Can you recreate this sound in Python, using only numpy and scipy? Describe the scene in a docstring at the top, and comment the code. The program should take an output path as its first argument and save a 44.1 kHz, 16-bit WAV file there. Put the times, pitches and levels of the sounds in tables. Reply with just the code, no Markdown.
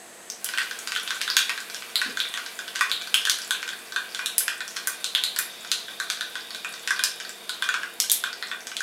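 """A gas flame rushes softly over a faint hum; then seeds crackle in hot oil, close by in a tiled kitchen.
Each seed splits with a crack, its steam bubble rings in the oil, and the bowl of the small pan answers.
Weaker seeds, tiny spits and a fine sizzle fill the gaps and die down as the seeds dry.
The gas hisses or faintly whistles as the knob is turned, and a few dull knocks sound beside the stove."""
import sys
import numpy as np
from scipy import signal
from scipy.fft import rfft, irfft, next_fast_len
from scipy.io import wavfile

SR = 44100
rng = np.random.default_rng(int(sys.argv[2]) if len(sys.argv) > 2 else 0)


def log_audio(samples):
    """Write samples as a 16-bit WAV file to the path given in sys.argv[1]."""
    # one column per channel
    frames = np.atleast_2d(samples).T
    # limit to full scale, then quantise
    limited = np.clip(frames, -1, 1)
    pcm = np.round(limited * 32767).astype(np.int16)
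    wavfile.write(sys.argv[1], SR, pcm)


N = 388962
TIME = np.arange(N) / SR
SEEDS_IN_S, FOAM_UP_S = 0.29, 0.17
TOP_HZ, TOP_AT_DB, TOP_DB_PER_OCTAVE = 10760, -13.5, 20  # a harder burst is quicker and reaches higher


def amp(db):
    """Decibels to amplitude ratio."""
    return 10 ** (np.asarray(db) / 20)


def unit_rms(x):
    """Normalises power to rms 1."""
    return x / np.sqrt(np.mean(x ** 2) + 1e-20)


def unit_burst(x):
    """Normalises energy to that of one millisecond at rms 1."""
    return x * np.sqrt(SR / 1000 / (np.sum(x ** 2) + 1e-20))


def curve_at(points, hz):
    """Interpolates along a log-frequency axis."""
    freq_hz, value = np.transpose(points)
    return np.interp(np.log(hz + 1), np.log(freq_hz), value)


def add(mix, start_s, sound):
    """Superposition: sums a sound into the mix."""
    part = mix[max(round(start_s * SR), 0):][:len(sound)]
    part += sound[:len(part)]


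def coloured(x, spectrum):
    """Spectral shaping: filters x by a level curve, at rms 1."""
    size = next_fast_len(N)
    gain = amp(curve_at(spectrum, np.fft.rfftfreq(size, 1 / SR)))
    return unit_rms(irfft(rfft(x, size) * gain, size)[:N])


def burner(flame_db=-50.0, hiss_db=-47, hiss_power=1.3, whistle_db=-43.5, choke_db=43):
    """Flow noise: the flame is steady; the gas hisses with the valve open and whistles when nearly shut."""
    # noise spectra of flame and room, open valve and nearly shut valve: freq_hz, relative_db
    flame_spectrum = [(20, -31), (50, -21), (100, -17), (160, -8), (195, -1), (290, -2.5), (470, 5.5),
                      (560, 1), (690, 6), (850, 0), (1300, -4), (3000, -8), (8000, -26), (16000, -25)]
    hiss_spectrum = [(300, -32), (1400, -10), (1850, -2.5), (2300, -12.5), (4000, -12), (5900, -15.5),
                     (6400, -7), (7000, -12), (7900, -3.5), (8800, -10), (10500, -14), (13000, -19),
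                     (16000, -32)]
    whistle_spectrum = [(1000, -27), (3000, -17), (3440, 0), (3750, 4), (4050, -20), (4500, -6),
                        (5400, -14), (16000, -51)]
    # the knob is turned down, nudged up, turned low and up again: time_s, opening_fraction
    valve = [(0, 0.95), (.3, 1), (.6, 0.18), (4.6, .3), (5, 0.09), (5.6, 0.01), (7.5, 0.09), (8.8, 0.4)]
    opening = np.clip(np.interp(TIME, *np.transpose(valve)), 0, 1)
    noise = rng.standard_normal((3, N))
    flame = amp(flame_db) * coloured(noise[0], flame_spectrum)
    hiss = amp(hiss_db) * opening ** hiss_power * coloured(noise[1], hiss_spectrum)
    whistle = amp(whistle_db - choke_db * opening) * coloured(noise[2], whistle_spectrum)
    return flame + hiss + whistle


def hum(drift_points=60):
    """Phase modulation: the low tones of an appliance wander a few times a second."""
    # partials of the hum: pitch_hz, level_db
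    partials = [(99, -81), (146, -77), (197, -68), (243, -67.5), (344, -65), (463, -64.5), (689, -65)]
    drift = signal.resample(rng.standard_normal((len(partials), drift_points)), N, axis=1)
    return sum(amp(db) * unit_rms(np.sin(2 * np.pi * hz * TIME + phase))
               for (hz, db), phase in zip(partials, drift))


def frying(bare_oil_db=-25, drying_db_per_s=0.73):
    """Evaporation envelope: the oil foams up as the seeds go in, then calms exponentially as they dry."""
    since_s = TIME - SEEDS_IN_S
    foam = np.clip(since_s / FOAM_UP_S, 0, 1) ** 2
    return amp(bare_oil_db) + foam * amp(-drying_db_per_s * since_s)


def sizzle(db=-46.0, per_s=1500):
    """Shot noise: countless foam bubbles burst as fine, independent clicks."""
    # spectrum of the foam: freq_hz, relative_db
    foam_spectrum = [(300, -54), (900, -0.5), (1300, -1.5), (1570, 0.5), (2000, -1.5), (2800, -2.5),
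                     (3600, -9), (4500, -5.5), (5600, -12), (7500, -7.5), (10000, -6), (13000, -10),
                     (16000, -14.5)]
    clicks = rng.choice([-1, 1], N) * (rng.random(N) < per_s / SR)
    return amp(db) * coloured(clicks, foam_spectrum) * frying()


def crack(hz, top_hz, q=1.0, tear_s=0.00079, snap=0.93, flattening=0.75, size=400):
    """Brittle fracture: the husk snaps and tears in a broadband pulse; a slow break lacks the top treble."""
    t = np.arange(size) / SR
    tear = rng.standard_normal(size) * np.exp(-t / tear_s)
    tear[0] = snap
    spectrum = rfft(tear, 4 * size)
    spectrum /= (abs(spectrum) + 1e-9) ** flattening
    freq_hz = np.fft.rfftfreq(4 * size, 1 / SR) + 1
    husk_resonance = 1 / (1 + 1j * q * (freq_hz / hz - hz / freq_hz))
    s = 1j * freq_hz / top_hz
    lowpass = 1 / ((s + 1) * (s ** 2 + s + 1))
    return unit_burst(irfft(spectrum * husk_resonance * lowpass)[:size])


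def bubble(hz, glide=0.0058, swell_cycles=0.28, decay_cycles=2.3, size=600):
    """Damped oscillator: a steam bubble swells, rings briefly and rises a little in pitch as it opens."""
    cycles = hz * np.arange(size) / SR
    fade = np.exp(-cycles / decay_cycles)
    swell = 1 - np.exp(-cycles / swell_cycles)
    return unit_burst(np.sin(2 * np.pi * cycles * (1 - glide * fade)) * fade * swell)


def bowl(rise_s=0.00056, damped_s=0.05, spread_db=2.5, oil_detune=0.022, size=6000):
    """Modal ringing: the seed's random place weights the pan's modes; moving oil detunes the damped ones."""
    # damped modes of the oil-filled bowl, then the longer ring of the wall: pitch_hz, level_db, t60_s
    pan_modes = [(1529, 1, 0.021), (1612, 1, 0.017), (1849, -2.5, 0.013), (1158, -12.5, 0.026),
                 (1290, -6.5, 0.01), (3516, -11, 0.017), (1498, -23.5, 0.11), (1577, -25.5, 0.35),
                 (2442, -22.5, 0.2), (1032, -28.5, 0.2)]
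    hz, db, t60 = np.transpose(pan_modes)[:, :, None]
    t = np.arange(size) / SR
    weight, phase, detune = rng.standard_normal((3, len(pan_modes), 1))
    hz = hz * (1 + oil_detune * detune * (t60 < damped_s))
    modes = amp(db + spread_db * weight - 60 * t / t60) * np.sin(2 * np.pi * hz * t + phase)
    return unit_burst(modes.sum(0) * (1 - np.exp(-t / rise_s)))


def pop(db, hz, bubble_share, bowl_db, thin_rise=2.24):
    """Energy partition: one burst is shared between crack and bubble, and the pan answers."""
    share = np.clip(bubble_share, 0.02, 0.97)
    crack_hz = hz * (1 + thin_rise * share ** 2)  # more bubble leaves a thinner, higher crack
    top_hz = max(hz, TOP_HZ * 2 ** ((db - TOP_AT_DB) / TOP_DB_PER_OCTAVE))
    sound = amp(bowl_db) * bowl()
    add(sound, 0, amp(db) * np.sqrt(1 - share) * crack(crack_hz, top_hz))
    add(sound, 0, amp(db) * np.sqrt(share) * bubble(hz))
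    return sound


def loud_seeds(place_count=7):
    """Point sources: the loud pops are dealt out over places in the pan, one track for each."""
    # bursting seeds, levels at the source: start_s, level_db, pitch_hz, bubble_share, bowl_db
    bursts = [(0.3009, -21.5, 6090.0, 0.88, -47), (0.4446, -18, 11670.0, 0.13, -32),
              (0.4891, -22.5, 3330, 0.2, -25.5), (0.5371, -22, 1910, 0.16, -19),
              (0.5755, -18, 2930, 0.9, -20.0), (0.5838, -15, 1920, 0.1, -19), (0.6075, -31, 3350, 0.8, -19),
              (0.7112, -27, 4040.0, 0.05, -22), (0.874, -19.5, 3520.0, 0, -25),
              (0.9202, -19.5, 2770.0, 0.06, -25), (0.9515, -21, 3290.0, 0.86, -38),
              (0.9619, -19.0, 3180.0, 0.93, -17), (1.0767, -23.5, 3500, 1, -29),
              (1.1062, -19.5, 3320, 0, -17.5), (1.2146, -15.5, 3180.0, 0, -24),
              (1.2781, -21.0, 3560, 0.95, -17), (1.3014, -14.5, 4790.0, 1, -22.5),
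              (1.3675, -6.5, 3500, 0.14, -12), (1.3911, -15, 3400.0, 0.83, -21),
              (1.4945, -17, 2340, 0.1, -20), (1.577, -27, 3820, 0.3, -24.5),
              (1.7457, -22, 4180.0, 0.3, -32), (1.957, -10, 4000, 0.88, -27.5),
              (2.0157, -18, 2540, 0.66, -13), (2.1719, -23, 3520.0, 0.6, -17.5),
              (2.2022, -12.5, 3590, 0.99, -44.0), (2.3398, -21.5, 3440, 0.76, -24.5),
              (2.3749, -21.5, 2660, 0.2, -20.0), (2.5903, -24, 3380, 0.45, -22),
              (2.758, -18.5, 3550, 0.2, -21.5), (2.8097, -13, 2360, 0.73, -8.0),
              (2.9155, -12.5, 3780, 0.94, -24.5), (3.1428, -5.5, 3120, 0.84, -19),
              (3.2525, -15.5, 3500, 0.45, -23.0), (3.2719, -20, 4180.0, 0.5, -14.5),
              (3.2972, -9, 4400, 0.18, -29), (3.418, -27, 5130.0, 0.5, -42),
              (3.5079, -12.0, 3460, 0.74, -14.5), (3.6288, -22.5, 2030.0, 0, -24.5),
              (3.6906, -23.5, 3480, 0.76, -24.5), (3.9613, -22.5, 4070, 0.5, -12.5),
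              (4.1476, -21.5, 3470, 0.6, -25.5), (4.1918, -26.5, 2580, 0.9, -17.5),
              (4.2599, -13.5, 3730, 0.61, -26), (4.3814, -8, 10300, 0.25, -44.0),
              (4.4805, -15.0, 2430, 0.3, -16), (4.6056, -27, 3830, 0.2, -21),
              (4.7671, -21.0, 3960, 0.18, -23.0), (4.8728, -13, 12500.0, 0.25, -19),
              (5.0434, -16.0, 4000, 0.45, -30), (5.1503, -9.5, 3420, 0.96, -22.5),
              (5.2377, -12, 4000, 0.81, -30), (5.3626, -20.5, 4860, 0.64, -24.5),
              (5.3885, -13, 12200, 0.05, -17.5), (5.7166, -12.0, 4100, 0.19, -26),
              (6.0006, -20.5, 4060, 0.55, -17.0), (6.1009, -15, 3630, 0.27, -21.5),
              (6.2094, -20.5, 3700, 0.8, -19), (6.3547, -26.5, 3450, 0.7, -21),
              (6.5475, -24.5, 3870, 0.8, -28.5), (6.6468, -22.0, 2500.0, 0.87, -21.5),
              (6.8753, -16.5, 3520, 0.23, -18.5), (6.907, -21.0, 5800, 0.5, -11.0),
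              (6.9931, -20, 3520.0, 0.8, -15.5), (7.0379, -9.5, 5270, 0.34, -19),
              (7.4941, -18, 3770.0, 0.8, -22.5), (7.6232, -18, 3450, 0.84, -14.5),
              (7.6894, -18.5, 2750, 0.56, -11), (7.7414, -19, 2290, 0.56, -13.5),
              (7.8326, -26, 2900, 0.76, -18.5), (8.0013, -9.5, 6450, 0.1, -44.0),
              (8.0983, -10.0, 3560, 0.53, -46), (8.1167, -7, 12400, 0.15, -41),
              (8.2385, -19.0, 3520.0, 0.83, -14.5), (8.4256, -22, 4060, 1, -20.5),
              (8.5142, -28, 2560, 0.94, -18), (8.7674, -19.5, 3430, 0.6, -47),
              (8.8058, -24.5, 6400, 0.5, -17)]
    places = np.zeros((place_count, N))
    for k, (start_s, *burst) in enumerate(bursts):
        add(places[k % place_count], start_s, pop(*burst))
    return places


def spits(per_s=20, db=-40.5, spread_db=3.5, low_hz=2200, high_hz=11000, tries=400):
    """Flash boiling: specks of moisture pop at random times and pitches, louder the harder the oil fries."""
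    out, vigour = np.zeros(N), frying()
    kinds = [pop(db, hz, bubble_share=0.95, bowl_db=db - 6) for hz in np.geomspace(low_hz, high_hz, 24)]
    for when, chance, kind, weakness in rng.random((tries, 4)):
        if chance < per_s * N / SR / tries:
            gain = amp(-spread_db * np.log(max(weakness, 0.05))) * vigour[int(when * N)]
            add(out, when * N / SR, gain * kinds[int(kind * len(kinds))])
    return out


def small_seeds(first_per_s=11, thinning_s=9.0, db=-29, bowl_db=-29, spread_db=2.0,
                hz=4000, spread_octaves=0.51, count=120):
    """Depletion: weaker seeds pop at random, more and more rarely as they are used up."""
    out, start_s = np.zeros(N), SEEDS_IN_S + FOAM_UP_S
    for (wait, share), (loud, pitch, place) in zip(rng.random((count, 2)), rng.standard_normal((count, 3))):
        start_s += 2 * wait * np.exp(start_s / thinning_s) / first_per_s
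        if start_s > TIME[-1]:
            break
        pitch_hz = min(hz * 2 ** (spread_octaves * pitch), TOP_HZ)
        add(out, start_s, pop(db + spread_db * loud, pitch_hz, share, bowl_db + spread_db * place))
    return out


def knocks(ring_s=0.0024, size=4000):
    """Heavy damping: soft blows swell and die within a few cycles."""
    # dull knocks beside the stove: start_s, gain_db, pitch_hz
    blows = [(2.059, -30.5, 286), (2.080, -34, 236), (2.090, -31.5, 439), (2.93, -47, 125)]
    out, t = np.zeros(N), np.arange(size) / SR
    envelope = (t / ring_s) ** 2 * np.exp(-t / ring_s)
    for start_s, db, hz in blows:
        add(out, start_s, amp(db) * np.sin(2 * np.pi * hz * t) * envelope)
    return out


def radiated(x, low_hz=1040, leak_db=-26):
    """Radiation efficiency: sources much smaller than the wavelength give off almost no bass."""
    treble = signal.sosfilt(signal.butter(6, low_hz, "high", fs=SR, output="sos"), x)
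    return treble + amp(leak_db) * x


def kitchen(x, build_s=0.0011, wander_s=0.0003, size=22050):
    """Room response: direct sound, early echoes that shift for each source, and a tail dying by band."""
    # reverberation time of the kitchen: freq_hz, t60_s
    decay_times = [(250, 0.36), (1500, 0.32), (3500, 0.42), (7000, 0.27), (11000, 0.28), (16000, 0.15)]
    # reflections off stove top, pots and tiles: delay_s, level_db
    echoes = [(.0021, -16), (.0039, -17), (.0078, -17), (.0087, -17), (.0122, -19), (.0165, -20),
              (.0193, -19), (.0252, -19)]
    t = np.arange(size) / SR
    taps = rng.choice([-1, 1], size) * (rng.random(size) < 0.25) * (1 - np.exp(-t / build_s))
    hz, frame_s, bands = signal.stft(taps, SR, nperseg=256)
    decay = amp(-60 * frame_s / curve_at(decay_times, hz)[:, None])
    tail = signal.istft(bands * decay, SR)[1][:size]
    response = tail / np.linalg.norm(tail)
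    response[0] += 1  # direct sound, equal in energy to the tail
    for delay_s, db in echoes:
        add(response, abs(delay_s + wander_s * rng.standard_normal()), amp([db]))
    return signal.oaconvolve(x, response)[:N]


def scene():
    """Superposition: pan and knocks reverberate over burner and hum, the same in both channels."""
    popping = sum(kitchen(place) for place in loud_seeds())
    crackling = small_seeds() + spits() + sizzle()
    mono = radiated(popping) + kitchen(radiated(crackling) + knocks()) + burner() + hum()
    return np.array([mono, mono])


def record(dry, top_hz=15000, ceiling=0.97, edge_hz=16050):
    """Bandwidth and overload: the microphone loses the top treble and clips peaks; a band limit follows."""
    softened = signal.sosfilt(signal.butter(4, top_hz, fs=SR, output="sos"), dry)
    clipped = np.clip(softened, -ceiling, ceiling)
    band_limit = signal.firwin(255, edge_hz, window=("kaiser", 8), fs=SR)
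    return signal.oaconvolve(clipped, band_limit[None], "same")


dry = scene()
out = record(dry)
log_audio(out)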